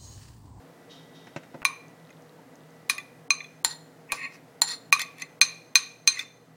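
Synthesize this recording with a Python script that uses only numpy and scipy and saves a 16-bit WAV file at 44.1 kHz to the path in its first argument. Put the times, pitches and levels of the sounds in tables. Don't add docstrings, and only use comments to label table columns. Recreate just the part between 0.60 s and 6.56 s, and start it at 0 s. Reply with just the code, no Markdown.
import sys
import numpy as np
from scipy import signal
from scipy.fft import rfft, irfft, next_fast_len
from scipy.io import wavfile
from scipy.ndimage import uniform_filter1d

SR = 44100
rng = np.random.default_rng(int(sys.argv[2]) if len(sys.argv) > 2 else 0)


def field_ratio(decibels):
    return 10 ** (np.asarray(decibels, dtype=float) / 20)


def transcribe(u):
    v = np.clip(np.atleast_2d(u).T, -1, 1)
    q = np.round(v * 32767).astype(np.int16)
    wavfile.write(sys.argv[1], SR, q)


N = 262836


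def shape(x, points):
    hz, db = np.transpose(points)
    size = next_fast_len(len(x))
    f = np.arange(size // 2 + 1) * SR / size + 1
    gain = field_ratio(np.interp(np.log(f), np.log(hz), db))
    return irfft(rfft(x, size) * gain, size)[:len(x)]


def unit(x):
    return x / np.sqrt(np.mean(x ** 2))


def band(x, hz, width_hz):
    return signal.lfilter(*signal.iirpeak(hz, hz / width_hz, fs=SR), x)


def highpass(x, hz):
    return signal.sosfilt(signal.butter(4, hz, "high", fs=SR, output="sos"), x)


def ring(x, modes):
    out = 0
    for hz, db, t60 in modes:
        pole = np.exp((2j * np.pi * hz - np.log(1000) / t60) / SR)
        out = out + field_ratio(db) * signal.lfilter([1], [1, -pole], x).imag
    return out


def blows(s, db):
    x = np.zeros(N)
    sign = np.sign(rng.standard_normal(len(s)))
    x[(np.asarray(s) * SR).astype(int)] = field_ratio(db) * sign
    return x


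def burst(s, db, t60, points):
    fade = signal.lfilter([1], [1, -np.exp(-np.log(1000) / (t60 * SR))], np.abs(blows(s, db)))
    return fade * unit(shape(rng.standard_normal(N), points))


def stroke(start, length, attack_db_s, release_db_s, swell_db):
    t = np.arange(N) / SR - start
    swell = swell_db * (np.clip(t / length, 0, 1) - 1)
    return swell + attack_db_s * np.minimum(t, 0) - release_db_s * np.maximum(t - length, 0)


# frequency in Hz, level in dB per Hz.
AIR_COLOUR = [(25, -48.5), (90, -39), (150, -11.5), (259, -5.5), (706, -10.5), (1980, -16), (2600, -23),
              (15500, -33.5)]
# frequency in Hz, width in Hz, level in dB.
HUM = [(118, 2, -66.5), (159.1, 7, -57.5), (267.2, 29, -59.5), (475.5, 25, -59.5), (666, 120, -61.5),
       (1963, 0.83, -70)]
GAIN_STEP_DB, GAIN_BACK_S = -3, 2.2


def kitchen():
    air = field_ratio(-56.5) * unit(shape(rng.standard_normal(N), AIR_COLOUR))
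    hum = sum(field_ratio(db) * unit(band(rng.standard_normal(N), hz, width)) for hz, width, db in HUM)
    s, _, rim_db = np.transpose(KNOCKS)[:3]
    push = signal.lfilter([1], [1, -np.exp(-1 / (GAIN_BACK_S * SR))], np.abs(blows(s, rim_db)))
    return (air + hum) * field_ratio(GAIN_STEP_DB * uniform_filter1d(push, size=8192))


def jolt():
    s, crack_db = np.transpose(KNOCKS)[:2]
    return ring(blows(s, crack_db), [(45, -60.5, .12)])


# start in seconds, level in dB, fade in dB per second, upper band over lower in dB.
RASPS = [
    (.308, -53, 95, -8),
    (0.555, -61, 56, -6.5),
]
RASP_HOLD_S, RASP_ATTACK_DB_S, RASP_DB = 0.0096, 1102, 1.5


def rasp():
    noise = rng.standard_normal((2, N))
    low = unit(band(noise[0], 3700, 100))
    low = low + 0.62 * unit(band(band(noise[0], 3300, 600), 3300, 600))
    high = unit(band(band(noise[1], 5700, 1100), 4400, 1600))
    out = np.zeros(N)
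    for s, db, fade_db_s, high_db in RASPS:
        envelope = field_ratio(db + RASP_DB + stroke(s, RASP_HOLD_S, RASP_ATTACK_DB_S, fade_db_s, 0))
        out += envelope * (low + field_ratio(high_db) * high)
    return out


# start in seconds, peak in dB, centre in Hz.
TICKS = [(0.7376, -47, 3050), (1.283, -42.5, 6240), (1.3994, -47, 3620), (1.4511, -45, 3650),
         (1.4724, -44, 4080), (1.4942, -40, 2590), (1.5286, -43, 3700), (1.5704, -46, 3680),
         (1.6227, -44, 6200), (1.6644, -57, 3730), (1.6945, -42.5, 3950), (1.956, -40, 6400),
         (2.0064, -46, 3520), (2.0363, -46, 3550), (2.106, -47, 6200), (2.1654, -51, 5770)]


def food():
    out, t = np.zeros(N), np.arange(256) / SR
    for s, db, hz in TICKS:
        start = int(s * SR)
        out[start:start + len(t)] += field_ratio(db - 3.0) * np.exp(-t / .0008) * np.sin(2 * np.pi * hz * t)
    return out


# start in seconds, middle peak in dB, low level in dB, treble level in dB.
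THUDS = [
    (0.67, -43, -42, -46.5),
    (0.762, -24, -20, -33),
    (0.834, -57, -91, -48.5),
    (0.944, -27, -23.5, -50),
    (1.788, -43, -70, -62),
]
# frequency in Hz, level in dB, t60 in seconds.
BOX_LOW = [(153, -7.5, .08), (246, -7, 0.035), (330, -12.5, 0.1)]
BOX_MID = [(690, 0, .045), (560, -4, .04), (880, -2.5, .04), (1250, -10, .02)]


def box():
    s, mid_db, low_db, top_db = np.transpose(THUDS)
    click = burst(s, top_db - 1.0, 0.071, [(900, 2), (2000, 12.5), (4400, -4.5), (7000, -5), (15000, -52)])
    push = burst(s, mid_db - 29.5, 0.044, [(300, 3.5), (3000, 1.2)])
    return highpass(ring(blows(s, low_db - 3), BOX_LOW) + ring(push, BOX_MID) + click, 130)


# start in seconds, level in dB.
SCUFFS = [(1.019, -34.5), (1.028, -35)]


def scuff():
    s, db = np.transpose(SCUFFS)
    return burst(s, db, .02, [(700, -3.5), (1400, 5), (2600, -4.0), (5000, -32)])


def tock():
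    return burst([3.52], [-30], 0.086, [(350, -11), (600, -2), (1100, 2.5), (1800, -15.5), (3000, -34.5)])


# start in seconds, length in seconds, rim in dB, base in dB, swell in dB from start to end.
SCRAPES = [(3.06, .02, -65, -50, -5), (3.1, 0.023, -63, -31, -2.3), (3.499, 0.02, -34, -83, -5.5),
           (3.56, 0.092, -22, -38.5, 12.5), (3.694, 0.067, -52.5, -66, -5), (4.055, 0.053, -53, -45, 13),
           (4.076, 0.058, -45.5, -26.5, -1), (4.404, 0.021, -30, -32, -9.5),
           (4.557, 0.063, -30, -35.5, 27.5), (5.522, 0.09, -34, -41, 1)]
# start in seconds, length in seconds, level in dB.
WIPES = [(3.527, 0.034, -46.5), (3.72, 0.036, -56.5), (4.13, 0.02, -66), (5.587, .02, -45)]
# frequency in Hz, level in dB, t60 in seconds.
SCRAPE_RIM_MODES = [(2540, 4, 0.017), (2250, 1, 0.015), (2100, -2.5, 0.06), (1870, -5, 0.033),
                    (1115, -12.5, .05)]
SCRAPE_BASE_MODES = [(4210, 0, .06), (3550, -4, .014), (3900, -3, .012), (4650, -3, .012), (7190, -7, .06),
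                     (9620, -14, .05), (1900, -8, .03)]
SCRAPE_ATTACK_DB_S, SCRAPE_RELEASE_DB_S = 1505.5, 548


def drag(start, length, swell_db):
    return stroke(start, length, SCRAPE_ATTACK_DB_S, SCRAPE_RELEASE_DB_S, swell_db)


def slip_noise():
    size = field_ratio(2.5 * rng.exponential(size=N))
    return unit(rng.standard_normal(N) * size * (rng.random(N) < .15))


def damped_wall(x, modes):
    return sum((-1) ** k * band(ring(x, [m]), m[0], m[0] / 6) for k, m in enumerate(modes))


def scrapes():
    drags = field_ratio([drag(s, length, swell_db) for s, length, _, _, swell_db in SCRAPES])
    rim, base = field_ratio(np.transpose(SCRAPES)[2:4]) @ drags
    out = np.zeros(N)
    for pressure, modes in ((rim, SCRAPE_RIM_MODES), (base, SCRAPE_BASE_MODES)):
        slips = slip_noise()
        out += field_ratio(-8.5) * damped_wall(pressure * slips, modes) / np.std(damped_wall(slips, modes))
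    wipe = field_ratio(-18) * base + sum(field_ratio(db + drag(s, length, 0)) for s, length, db in WIPES)
    hiss_colour = [(500, -26), (1200, 5.0), (3000, -5.5), (5500, 3.5), (9000, -12), (15500, -17.0)]
    return out + wipe * unit(shape(slip_noise(), hiss_colour))


# start in seconds, crack peak in dB, rim in dB, base in dB.
TAPS = [(1.504, -52, -42.5, -66), (2.3809, -29, -30, -35.5), (2.4, -46, -33.5, -42),
        (2.8042, -64.5, -34, -41.5), (2.843, -49, -39.5, -52), (4.3944, -20.5, -33, -29.5),
        (4.4162, -17.5, -40.5, -26), (4.583, -40, -45, -56), (4.598, -39, -48, -52),
        (4.62, -26.5, -27.5, -38), (5.5706, -52, -33.5, -53), (5.592, -28, -31, -33)]
# frequency in Hz, level in dB, t60 in seconds.
TAP_MODES = [
    [(2418, -4, 0.014), (2037, -9, 0.039), (1830, -16, 0.022), (1149, -25, 0.092)],
    [(4070, -9, 0.022), (3520, -3, 0.023), (4364, -19, 0.013)],
    [(6300, -1, 0.019), (6660, -12.5, 0.029)],
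]
TAP_S, TAP_HIGH_DB = 0.006, -10.5


def taps():
    out, t = np.zeros(N), np.arange(SR // 10) / SR
    for s, crack_db, rim_db, base_db in TAPS:
        start = int(s * SR)
        high_db = (crack_db + rim_db) / 2 + TAP_HIGH_DB
        for db, modes in zip((rim_db, base_db, high_db), TAP_MODES):
            for hz, mode_db, t60 in modes:
                chance = rng.standard_normal(3)
                hold = np.clip(t / .0015, 0, 1) * field_ratio(-60 * np.clip(t - TAP_S, 0, None) / t60)
                tone = np.sin(2 * np.pi * hz * (1 + .012 * chance[0]) * t + 3 * chance[1])
                out[start:start + len(t)] += field_ratio(db + mode_db + 6.5 * chance[2]) * hold * tone
    s, crack_db = np.transpose(TAPS)[:2]
    crack_colour = [(1500, 1.5), (4000, 6.0), (9000, 1), (13000, -1.0), (16000, -17.5)]
    return out + burst(s, crack_db - 4, .014, crack_colour)


# start in seconds, crack peak in dB, rim in dB, base in dB, looseness of the grip from -1 to 1.
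KNOCKS = [
    (1.051, -6, -14.5, -40, -0.52),
    (2.297, -1, -17, -47, -0.33),
    (2.705, -12, -9.5, -33, 0.22),
    (3.047, -2, -41, -11.5, -0.62),
    (3.52, -10, -24.5, -27, -0.75),
    (4.018, -2.5, -41.5, -8.5, -0.55),
    (4.326, 0, -9, -40, -0.49),
    (4.814, 3.1, -5.5, -25.5, 0.56),
    (5.155, 2, -5, -29, 0.72),
    (5.475, 0, -6, -48.5, 0.97),
]
# frequency in Hz, level in dB.
CRACK = [(400, -24.5), (900, -11), (1900, 0), (3200, -2.5), (5200, 2.5), (8000, -3), (11500, -8),
         (13500, -41)]
RATTLE = [(700, -11.5), (1800, 0.5), (2600, -4), (4300, 4), (6500, -1.5), (9000, -7.5), (12000, -13),
          (13500, -39.5)]
RIM_HZ = [1145, 2445, 4120, 6255]
BASE_HZ = [15330, 7190, 8735, 9625, 10750]
WALL_HZ = [900, 1860, 3740, 4195, 4615]
RIM_T60_S = [0.059, 0.076, 0.085, 0.056]
BASE_T60_S = [.025, .04, .035, .035, .03]
WALL_T60_S = [0.0065, 0.017, 0.03, 0.04, 0.033]
# pitch ratio, level in dB, ring-time ratio.
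RIM_PARTNERS = [(0.962, -9, 0.28), (.975, -5, 0.7), (.98, -12, .7), (1.02, -19, 0.17)]
BASE_PARTNERS = [(.94, -3, .6), (.985, -9, .8), (.92, -10, .7), (.978, -8, .8), (1.095, -.1, 1.1)]
WALL_PARTNERS = [(0.801, -24, 0.57), (0.819, -12.5, 3.3), (.92, -8, 1.4), (1.03, -28, .6), (1.21, 2, 1.2)]
RIM_ECHO_DB = [-13.5, -23.5, -27, -18.5]
BASE_ECHO_DB = [-34, -17.5, -21.5, -21, -26.5]
WALL_ECHO_DB = [-29.5, -27.5, -20, -24, -20]
DRIVER = [1, 1, 1, 1, 0, 2, 1, 0, 0, 2, 0, 0, 2, 1]
# level in dB over its driver, dB gained as the grip loosens.
STRIKE = [(-12, -14), (0.4, -6.9), (-6.5, 2.5), (-4.5, 3.5), (-31.5, -13), (-1.2, 2.2), (-19, 5),
          (-23.5, -10), (-25, -2.5), (-10, -17), (-18, -2), (-19, 0.5), (6.2, 9.5), (-18.5, 1)]
GRIP_RING = 0.1
FULL_SAG, EMPTYING_S, EMPTY_PITCH = .043, 0.83, 1.002
ECHO_T60_S, ECHO_TOP_T60_S, ECHO_FLUTTER_S = 0.29, 0.25, .004
ATTACK_S = 0.0004


def wander(t, count):
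    span = int(ECHO_FLUTTER_S * SR)
    steps = rng.standard_normal((len(t) // span + 1, count))
    return uniform_filter1d(np.repeat(steps, span, axis=0)[:len(t)], span, axis=0)


def knocks():
    s, crack_db, rim_db, base_db, loose = np.transpose(KNOCKS)
    over_db, loose_db = np.transpose(STRIKE)
    levels = np.array([crack_db, rim_db, base_db])[DRIVER].T + over_db + np.outer(loose, loose_db)
    pitches = EMPTY_PITCH - FULL_SAG * np.exp(-(s - s[0]) / EMPTYING_S)
    grips = np.exp(GRIP_RING * loose) * 1.01
    free_hz = np.array(RIM_HZ + BASE_HZ + WALL_HZ)
    free_t60 = np.array(RIM_T60_S + BASE_T60_S + WALL_T60_S)
    ratio, partner_db, shorter = np.transpose(RIM_PARTNERS + BASE_PARTNERS + WALL_PARTNERS)
    echo_db = np.array(RIM_ECHO_DB + BASE_ECHO_DB + WALL_ECHO_DB)
    echo_t60 = np.interp(free_hz, [3000, 9000], [ECHO_T60_S, ECHO_TOP_T60_S])
    out, t = np.zeros(N + SR), np.arange(SR // 2)[:, None] / SR
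    for s_hit, db, pitch, grip in zip(s, levels, pitches, grips):
        chance = rng.standard_normal((3, len(free_hz)))
        hz = free_hz * pitch ** (free_hz[0] / free_hz)
        turn, t60 = 2 * np.pi * hz * t, free_t60 * grip
        main = field_ratio(db - 60 * t / t60) * np.sin(turn)
        partner = field_ratio(db + partner_db + 1.5 * chance[0] - 60 * t / (t60 * shorter))
        partner *= np.sin(ratio * (1 + .006 * chance[2]) * turn)
        echo = wander(t, len(hz)) * np.sin(turn) + wander(t, len(hz)) * np.cos(turn)
        echo *= field_ratio(db + echo_db - 60 * t / echo_t60) * np.clip(t / .015, 0, 1)
        modes = np.clip(t / ATTACK_S, 0, 1) * (main + partner) + echo
        start = int(s_hit * SR)
        out[start:start + len(t)] += modes @ np.sign(chance[1])
    top_db = levels[:, len(RIM_HZ)]
    top = burst(s, top_db - 8.5, .035, [(9000, -40.5), (12500, 4), (15300, 2), (16000, -24)])
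    crack = burst(s, crack_db - 22, .028, CRACK)
    rattle = burst(s, crack_db - 26.5, .13, RATTLE)
    return out[:N] + top + crack + rattle


ROOM_DB, ROOM_T60_S, ROOM_TOP_T60_S = -23, 0.41, 0.6
EARLY_DB, EARLY_T60_S = -11, .05


def room(x):
    t = np.arange(SR // 2) / SR
    noise = rng.standard_normal((3, len(t)))

    def fade(t60):
        return field_ratio(-60 * t / t60) * np.sqrt(2 * np.log(1000) / (t60 * SR))

    low = shape(noise[0], [(3000, 7), (9000, -5)]) * fade(ROOM_T60_S)
    tail = field_ratio(ROOM_DB) * (low + noise[1] * fade(ROOM_TOP_T60_S)) * np.clip(t / 0.004, 0, 1)
    early = field_ratio(EARLY_DB) * noise[2] * fade(EARLY_T60_S)
    return x + signal.fftconvolve(x, tail + early)[:N]


def scene():
    glass = highpass(knocks() + taps() + scrapes(), 710)
    glass = shape(glass, [(15500, 0), (16100, -18)])
    table = room(glass + tock() + box() + scuff() + food())
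    return (table + rasp() + kitchen() + jolt())[None]


def top_cut(x):
    return signal.sosfilt(signal.butter(12, 16820, fs=SR, output="sos"), x)


def record(dry):
    keep, lead_in = np.ones(N), np.zeros(N)
    bass = signal.sosfiltfilt(signal.butter(6, 1500, fs=SR, output="sos"), dry)
    treble = dry - bass
    for s, peak_db in np.array(KNOCKS)[:, :2]:
        end = int((s - .004) * SR)
        start = (end - 542) // 1024 * 1024 + 542
        keep[start:end] = np.std(treble[0, start:end + 1]) > field_ratio(-50)
        lead_in[end:int(s * SR)] = field_ratio(peak_db - 37)
    gated = bass + treble * uniform_filter1d(keep, size=64)
    gated = gated + lead_in * highpass(rng.standard_normal(N), 1200)
    over = gated - gated / (1 + (np.abs(gated) / .76) ** 8) ** (1 / 8)
    limited = gated - over + uniform_filter1d(over, size=48)
    limited = signal.sosfilt(signal.ellip(8, .2, 80, 16500, fs=SR, output="sos"), limited)
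    return top_cut(limited)


dry = scene()
out = record(dry)
transcribe(out)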